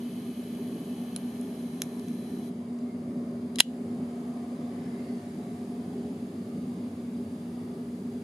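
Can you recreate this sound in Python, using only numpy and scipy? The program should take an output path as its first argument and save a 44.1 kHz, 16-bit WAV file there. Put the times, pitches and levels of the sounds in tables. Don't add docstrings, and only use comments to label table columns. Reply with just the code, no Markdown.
import sys
import numpy as np
from scipy import signal
from scipy.fft import rfft, irfft, next_fast_len
from scipy.io import wavfile
from scipy.ndimage import uniform_filter1d, map_coordinates

SR = 44100
rng = np.random.default_rng(int(sys.argv[2]) if len(sys.argv) > 2 else 0)


def master_out(mix):
    frames = np.transpose(np.atleast_2d(mix))
    ceiling = np.clip(frames, -1, 1)
    pcm = np.round(ceiling * 32767).astype(np.int16)
    wavfile.write(sys.argv[1], SR, pcm)


N = 363109

# (frequency [Hz], side minus mid [dB])
STEREO_WIDTH = [(25, -5.5), (60, -18.5), (100, -29), (190, -46), (260, -39), (310, -27), (400, -23),
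                (500, -14.5), (700, -9.5), (900, -1.5), (1400, 0), (2500, -1.5), (6000, -4), (15000, -4)]
# (frequency [Hz], level [dB], phase wander [rad])
HUM_TONES = [(239.75, -38.5, 0.089), (248, -46.5, 0.45), (251.6, -53.5, 0.3), (257.4, -51, 0.45),
             (481, -66, 0.3), (703, -69.5, 0.67)]
# (time [s], gain [dB])
HUM_RIDE = [(0, 0), (1, .5), (2.6, 0), (3.2, 1.5), (4.7, 1), (5.9, -1.5), (7.2, 0), (8.2, -0.4)]
# (frequency [Hz], relative level [dB])
DUCT_SPECTRUM = [(20, -24), (50, -41), (70, -27), (98, -13), (120, -13.5), (138, -17), (156, -4.5),
                 (170, -7), (186, -0.5), (208, -3.5), (232, -4), (248, -3.5), (268, -3.5), (280, -8),
                 (302, -12), (322, -8.5), (352, -16), (385, -6), (412, -8), (436, -16.5), (455, -14),
                 (472, -23), (700, -28.5), (1300, -69)]
# (frequency [Hz], relative level [dB])
TRAFFIC_SPECTRUM = [(250, -19), (450, -4.5), (570, 1), (720, -2.5), (900, -7.5), (1230, -9), (1400, -19),
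                    (2300, -18.5), (2800, -56.5), (6000, -43)]
# (time [s], half length [s], level [dB])
TRAFFIC_WAVES = [(1.453, 0.74, -58), (3.251, .35, -57), (4.745, 1, -54)]
# (time [s], half length [s], pitch [Hz], level [dB])
STREET_DRONES = [(3.2, 0.29, 571.7, -52), (4.5, 0.66, 579, -59), (4.5, 0.92, 707.4, -55.5),
                 (5.6, 0.56, 709, -55)]
# (time [s], half length [s], pitch [Hz], level [dB])
FAR_SQUEAKS = [(2.91, .05, 2140, -63), (4.86, .06, 5300, -68), (5.1, 0.09, 4530, -67)]
# (frequency [Hz], relative level [dB])
HISS_SPECTRUM = [(300, -21), (1500, 6.5), (2300, 3.5), (3000, 3.5), (4400, 1), (4750, 0.5), (5300, 0.5),
                 (5720, -8), (6200, 0), (8200, -4), (10000, 1), (11300, -4.5), (12800, -13), (15300, -23.5)]
# (frequency [Hz], width [Hz], gain extended [dB], gain retracted [dB], side minus mid [dB])
BARREL_MODES = [(1774, 70, 4, 8, -2), (2360, 340, 0, 2.5, -3), (2610, 160, 6, -6, -9),
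                (3004, 110, 0, 7, -6), (3210, 130, 10, 1, -10), (3320, 110, -6, 0, -10),
                (3970, 240, 2.5, 2.5, 3.5), (4270, 100, -4, -15, -7), (4500, 57, -4, -13, -5),
                (5350, 150, -11, 1, -2), (5730, 120, -16, -1, -5), (6100, 140, 0, 2, -15),
                (7300, 810, -19, -17, -5), (8750, 470, -10, -8, -6.5)]
# (pitch extended [Hz], pitch retracted [Hz], width [Hz], gain [dB], rasp against tick [dB])
STEP_RINGS = [(10250, 9800, 1100, 0, 6), (11780, 11500, 860, 0, -2)]
# (frequency [Hz], gain [dB], decay [share of the click's t60])
MOUNT_MODES = [(2260, -6, 0.42), (3330, 1, 0.65), (5720, 0.5, 0.64), (6550, -2.5, 0.65), (7230, -6, 0.5)]
# (frequency [Hz], gain [dB], decay [share of the click's t60])
MOUNT_PING_MODES = [(4080, -1.5, 1.6)]
# (frequency [Hz], gain [dB], decay [share of the click's t60])
SHELL_MODES = [(699, -27, 1.6), (975, -23, 2.2), (1940, -5, 0.8), (2825, 3.5, 0.55), (2910, -33, 13),
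               (3108, -4, 0.896), (3420, 3, 0.69)]
# (frequency [Hz], gain [dB], decay [share of the click's t60])
FRAME_MODES = [(3926, 2, 1), (5030, -1, 0.8), (6670, -5.5, 0.58), (7250, -2, 0.58)]
# (frequency [x their pitch], gain [dB], decay [share of the click's t60])
CATCH_MODES = [(.68, -14.5, 0.56), (.945, -3, 0.5), (1.0, -3.5, 0.58), (1.035, -2, 0.5), (1.19, -17, .4),
               (1.36, -23, 0.33)]
# (frequency [Hz], relative level [dB])
CRACK_SPECTRUM = [(90, -44), (220, -11.5), (900, -9.5), (1700, -1), (3200, -1.5), (7000, -5), (11000, -6.5),
                  (13000, -14), (15000, -19.5), (16000, -35.5)]
# (time [s], gain [dB], mount [dB], mount ping [dB], crack
# [dB], catch [dB], catch pitch [Hz])
LENS_TICKS = [(0.55, -48, -9, -8, -1, 9, 9000), (1.1621, -26.5, -3, 1, -2.5, 14.5, 9880),
              (1.412, -45, -14, -8, -3, 16, 9800), (1.819, -17, 4, -15, -4.5, 7.5, 11040),
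              (1.8367, -45, -6, -8, 0, 14, 10200), (1.996, -42, -5, -6, 0, 4, 9400),
              (2.084, -42.5, -2, -6, -1, -8, 10100), (2.788, -46, -2, -6, -5, -10, 10000)]
# (time [s], gain [dB], shell [dB], frame [dB],
# crack [dB], catch [dB], rise [s], t60 [s], left minus right [dB])
CASING_SNAPS = [(3.558, -24.5, -13, -1, -3.5, 5, .0005, 0.011, 5.5),
                (3.5861, -14, 1.5, 0.5, -8, -3, 0.00086, 0.012, 2.5),
                (3.5901, -15, -1, -4.5, -4, -1, 0.000908, .023, -2),
                (3.601, -8, -4.5, 1.5, -4.5, -4.5, .0001, 0.012, -6.5),
                (3.6042, -3.5, -9.5, 1.5, -5.5, 5.5, .0001, 0.0091, -1.5),
                (3.6045, 1, 5, 2, -4, 3.5, 0.00011, .012, 1)]


def amp(db):
    return 10 ** (np.asarray(db) / 20)


def unit(x):
    return x / np.sqrt(np.mean(x ** 2) + 1e-20)


def gain_at(spectrum, hz):
    knots_hz, db = np.transpose(spectrum)
    return amp(np.interp(np.log(hz + 1), np.log(knots_hz + 1), db))


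def wobble(rate):
    return map_coordinates(rng.standard_normal(int(N * rate / SR) + 4), [np.arange(N) * rate / SR])


def swell(at_s, half_s):
    return np.exp(-((np.arange(N) / SR - at_s) / half_s) ** 2)


def ease(at_s, width_s):
    return .5 + .5 * np.tanh((np.arange(N) / SR - at_s) / (2 * width_s))


def filtered(x, response):
    size = next_fast_len(N + SR // 2)
    return irfft(rfft(x, size) * response(np.fft.rfftfreq(size, 1 / SR)), size)[..., :N]


def band(centre_hz, width_hz):
    return lambda hz: np.exp(-2 * ((hz - centre_hz) / width_hz) ** 2)


def stereo(mid, side):
    return np.array([mid + side, mid - side])


def panned(x, left_db):
    return x * amp([[left_db / 2], [-left_db / 2]])


def diffuse_noise():
    def mid_and_side(hz):
        side = gain_at(STEREO_WIDTH, hz)
        return np.array([np.ones_like(hz), side]) / np.hypot(1, side)
    return stereo(*filtered(rng.standard_normal((2, N)), mid_and_side))


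def noise_bed(spectrum):
    return filtered(diffuse_noise(), lambda hz: gain_at(spectrum, hz))


def turbulent(x, depth_db):
    bands = signal.stft(x, nperseg=1024)[2]
    drift = uniform_filter1d(rng.standard_normal(bands.shape[1:]), size=3, axis=0)
    drift = uniform_filter1d(drift, size=24, axis=1)
    return signal.istft(bands * amp(depth_db * unit(drift)), nperseg=1024)[1][:, :N]


def wavering_tone(hz, waver, rate):
    return np.sin(2 * np.pi * np.cumsum(hz * (1 + waver * wobble(rate))) / SR)


def passing_tones(rows, waver, rate):
    return sum(amp(db) * swell(at_s, half_s) * wavering_tone(hz, waver, rate)
               for at_s, half_s, hz, db in rows)


def ventilation(rumble_db=-39.0, surge_db=1.03, throb_db=1.15):
    t = np.arange(N) / SR
    hum = 0
    for hz, db, wander in HUM_TONES:
        phase = 2 * np.pi * (hz * t + rng.random()) + wander * wobble(2.44)
        hum += amp(db) * np.sqrt(2) * np.sin(phase)
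    ride_db = np.interp(t, *np.transpose(HUM_RIDE)) + throb_db * wobble(14)
    rumble = amp(rumble_db + surge_db * wobble(4)) * unit(noise_bed(DUCT_SPECTRUM))
    return amp(ride_db) * hum + rumble


def traffic(steady_db=-53.5, flutter_db=0.6):
    wash = unit(turbulent(noise_bed(TRAFFIC_SPECTRUM), depth_db=1.5))
    wave_power = sum(amp(db) ** 2 * swell(at_s, half_s) for at_s, half_s, db in TRAFFIC_WAVES)
    flow = np.sqrt(amp(steady_db) ** 2 + wave_power)
    return flow * amp(flutter_db * wobble(5.2)) * wash


def nearing_engine(start_s=2.6, level_db=-62, growth_db_per_s=1.2):
    drone = unit(noise_bed([(45, -41.0), (65, -8.5), (90, 6.5), (110, 9.0), (140, -34.0)]))
    growth_db = growth_db_per_s * (np.arange(N) / SR - start_s)
    return ease(start_s, width_s=0.149) * amp(level_db + growth_db) * drone


def swish(level_db=-59.0):
    colour = [(1100, -41), (1500, -5), (2050, 7.5), (2500, -12), (4600, -11), (7000, -34.5)]
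    rush = unit(turbulent(noise_bed(colour), depth_db=4.5))
    squeaks = passing_tones(FAR_SQUEAKS, waver=0.0116, rate=160)
    return amp(level_db) * swell(at_s=4.98, half_s=0.25) * rush + squeaks


def hiss(level_db=-60.5, dip_db=2.5, swell_db=1.5, whistle_db=-74.5):
    air = unit(turbulent(noise_bed(HISS_SPECTRUM), depth_db=1.5))
    ride_db = swell_db * swell(at_s=5.25, half_s=1.1) - dip_db * swell(at_s=2.9, half_s=0.75)
    whistle = unit(filtered(diffuse_noise(), band(centre_hz=4730, width_hz=130)))
    return amp(level_db + ride_db) * air + amp(whistle_db) * ease(at_s=2.46, width_s=.1) * whistle


def lens_travel(soften_db=1, stop_s=2.49, stop_db_per_s=900):
    slide = ease(at_s=1.47, width_s=.12)
    since_stop = np.maximum(np.arange(N) / SR - stop_s, 0)
    return amp(-soften_db * slide - stop_db_per_s * since_stop), slide


def barrel_response(hz):
    response = 0
    for centre, width, extended_db, retracted_db, side_db in BARREL_MODES:
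        mode = 1j * hz * width / (centre ** 2 - hz ** 2 + 1j * hz * width)
        gains = amp(np.add.outer([extended_db, retracted_db], [0, side_db]))
        response += gains[..., None] * mode
    return response


def gear_rub(steps, slide, depth=0.6, retracted_from=0.43, retracted_to=0.82):
    rub = rng.standard_normal((2, N)) * (1 + depth * np.cos(2 * np.pi * 2 * steps))
    extended, retracted = filtered(rub, barrel_response)
    blend = retracted_from + (retracted_to - retracted_from) * slide
    return unit(stereo(*((1 - blend) * extended + blend * retracted)))


def motor_steps(steps, slide, jitter=.03, scatter_db=1.5, side_db=-9):
    pulses = np.diff(np.floor(steps + jitter * wobble(100)), prepend=0) > 0
    jolts = unit(pulses * amp(scatter_db * wobble(100)))
    rasp = stereo(rng.standard_normal(N), amp(side_db) * rng.standard_normal(N))
    ticks = 0
    for extended_hz, retracted_hz, width, db, rasp_db in STEP_RINGS:
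        push = amp(db) * unit(jolts + amp(rasp_db) * rasp)
        ticks += (1 - slide) * filtered(push, band(extended_hz, width))
        ticks += slide * filtered(push, band(retracted_hz, width))
    return unit(ticks)


def gear_whine(extended_hz=2985, extended_db=-67.0, retracted_hz=3990, retracted_db=-70):
    drive, slide = lens_travel()
    tone = lambda hz: np.sqrt(2) * wavering_tone(hz, waver=0.01104, rate=200)
    low = amp(extended_db) * tone(extended_hz)
    high = amp(retracted_db) * tone(retracted_hz)
    return drive * ((1 - slide) * low + slide * high)


def zoom_motor(level_db=-58.5, step_hz=109, drift=.003, ticks_db=-4):
    drive, slide = lens_travel()
    steps = np.cumsum(step_hz * (1 + drift * wobble(3.5))) / SR
    gears = panned(gear_rub(steps, slide), left_db=1.5)
    return amp(level_db) * drive * (gears + amp(ticks_db) * motor_steps(steps, slide))


def ring(modes, t, t60, pitch=1, lag_rad=0.34):
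    phase = np.array([[-lag_rad], [lag_rad]])
    out = 0
    for k, (hz, db, share) in enumerate(modes):
        decay = amp(db + rng.normal(0, 1) - 60 * t / (t60 * share))
        out += (-1) ** k * decay * np.sin(2 * np.pi * hz * pitch * t + phase)
    return out


def shell(t, t60, thump_hz=430, thump_db=-24, thump_t60=0.014, rise_s=0.000288):
    thump = amp(thump_db - 60 * t / thump_t60) * np.sin(2 * np.pi * thump_hz * t)
    return (ring(SHELL_MODES, t, t60) + thump) * (1 - np.exp(-t / rise_s))


def contact(body, crack, t, t60, rise_s, body_db=-9.0, crack_db=-4.0):
    mix = amp(body_db) * body + amp(crack_db - 60 * t / t60) * crack
    return mix * (1 - np.exp(-t / rise_s))


def lens_ticks(t, crack_noise, t60=0.014, shell_db=-12):
    out = np.zeros((2, N))
    for at_s, db, mount_db, ping_db, crack_db, catch_db, catch_hz in LENS_TICKS:
        span = round(at_s * SR) + np.arange(len(t))
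        body = amp(mount_db) * (ring(MOUNT_MODES, t, t60) + amp(shell_db) * shell(t, t60))
        body += amp(ping_db) * ring(MOUNT_PING_MODES, t, t60)
        body += amp(catch_db) * ring(CATCH_MODES, t, t60, catch_hz)
        tick = contact(body, amp(crack_db) * crack_noise[:, span], t, t60, rise_s=.0001)
        out[:, span] += panned(amp(db) * tick, left_db=-2)
    return out


def casing_click(t, crack_noise, catch_hz=9460):
    out = np.zeros((2, N))
    for at_s, db, shell_db, frame_db, crack_db, catch_db, rise_s, t60, left_db in CASING_SNAPS:
        span = round(at_s * SR) + np.arange(len(t))
        body = amp(shell_db) * shell(t, t60)
        body += amp(frame_db) * ring(FRAME_MODES, t, t60)
        body += amp(catch_db) * ring(CATCH_MODES, t, t60, catch_hz)
        snap = contact(body, amp(crack_db) * crack_noise[:, span], t, t60, rise_s)
        out[:, span] += panned(amp(db) * snap, left_db)
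    return out


def room_reverb(x, early_db=-15, early_t60=0.09, late_db=-33, late_t60=0.324):
    t = np.arange(SR // 3) / SR
    tail = lambda t60: unit(rng.standard_normal((2, len(t))) * amp(-60 * t / t60)) / np.sqrt(len(t))
    impulse = amp(early_db) * tail(early_t60) + amp(late_db) * tail(late_t60)
    return signal.fftconvolve(x, impulse, axes=1)[:, :N]


def scene():
    street = traffic() + nearing_engine() + swish() + passing_tones(STREET_DRONES, waver=0.009, rate=45)
    click_time = np.arange(SR // 8) / SR
    crack_noise = unit(noise_bed(CRACK_SPECTRUM))
    clicks = lens_ticks(click_time, crack_noise) + casing_click(click_time, crack_noise)
    return ventilation() + street + hiss() + zoom_motor() + gear_whine() + clicks + room_reverb(clicks)


def record(dry, threshold_db=-11.0, attack_s=0.011, release_s=0.033,
           low_cut_hz=62, roll_off_hz=15400, top_hz=15800):
    t = np.arange(N) / SR
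    peak_db = 20 * np.log10(np.abs(dry).max(axis=0) + 1e-9)
    over_db = np.maximum(peak_db - threshold_db, 1e-9)
    held_db = np.exp(np.maximum.accumulate(np.log(over_db) + t / release_s) - t / release_s)
    pole = np.exp(-1 / (attack_s * SR))
    duck_db = signal.lfilter([1 - pole], [1, -pole], held_db)
    clipped = np.clip(dry * amp(-duck_db), -1, 1)
    low_cut = lambda hz: hz ** 2 / np.hypot(hz ** 2, low_cut_hz ** 2)
    high_cut = lambda hz: (hz < top_hz) / (1 + (hz / roll_off_hz) ** 40)
    return filtered(clipped, lambda hz: low_cut(hz) * high_cut(hz))


dry = scene()
out = record(dry)
master_out(out)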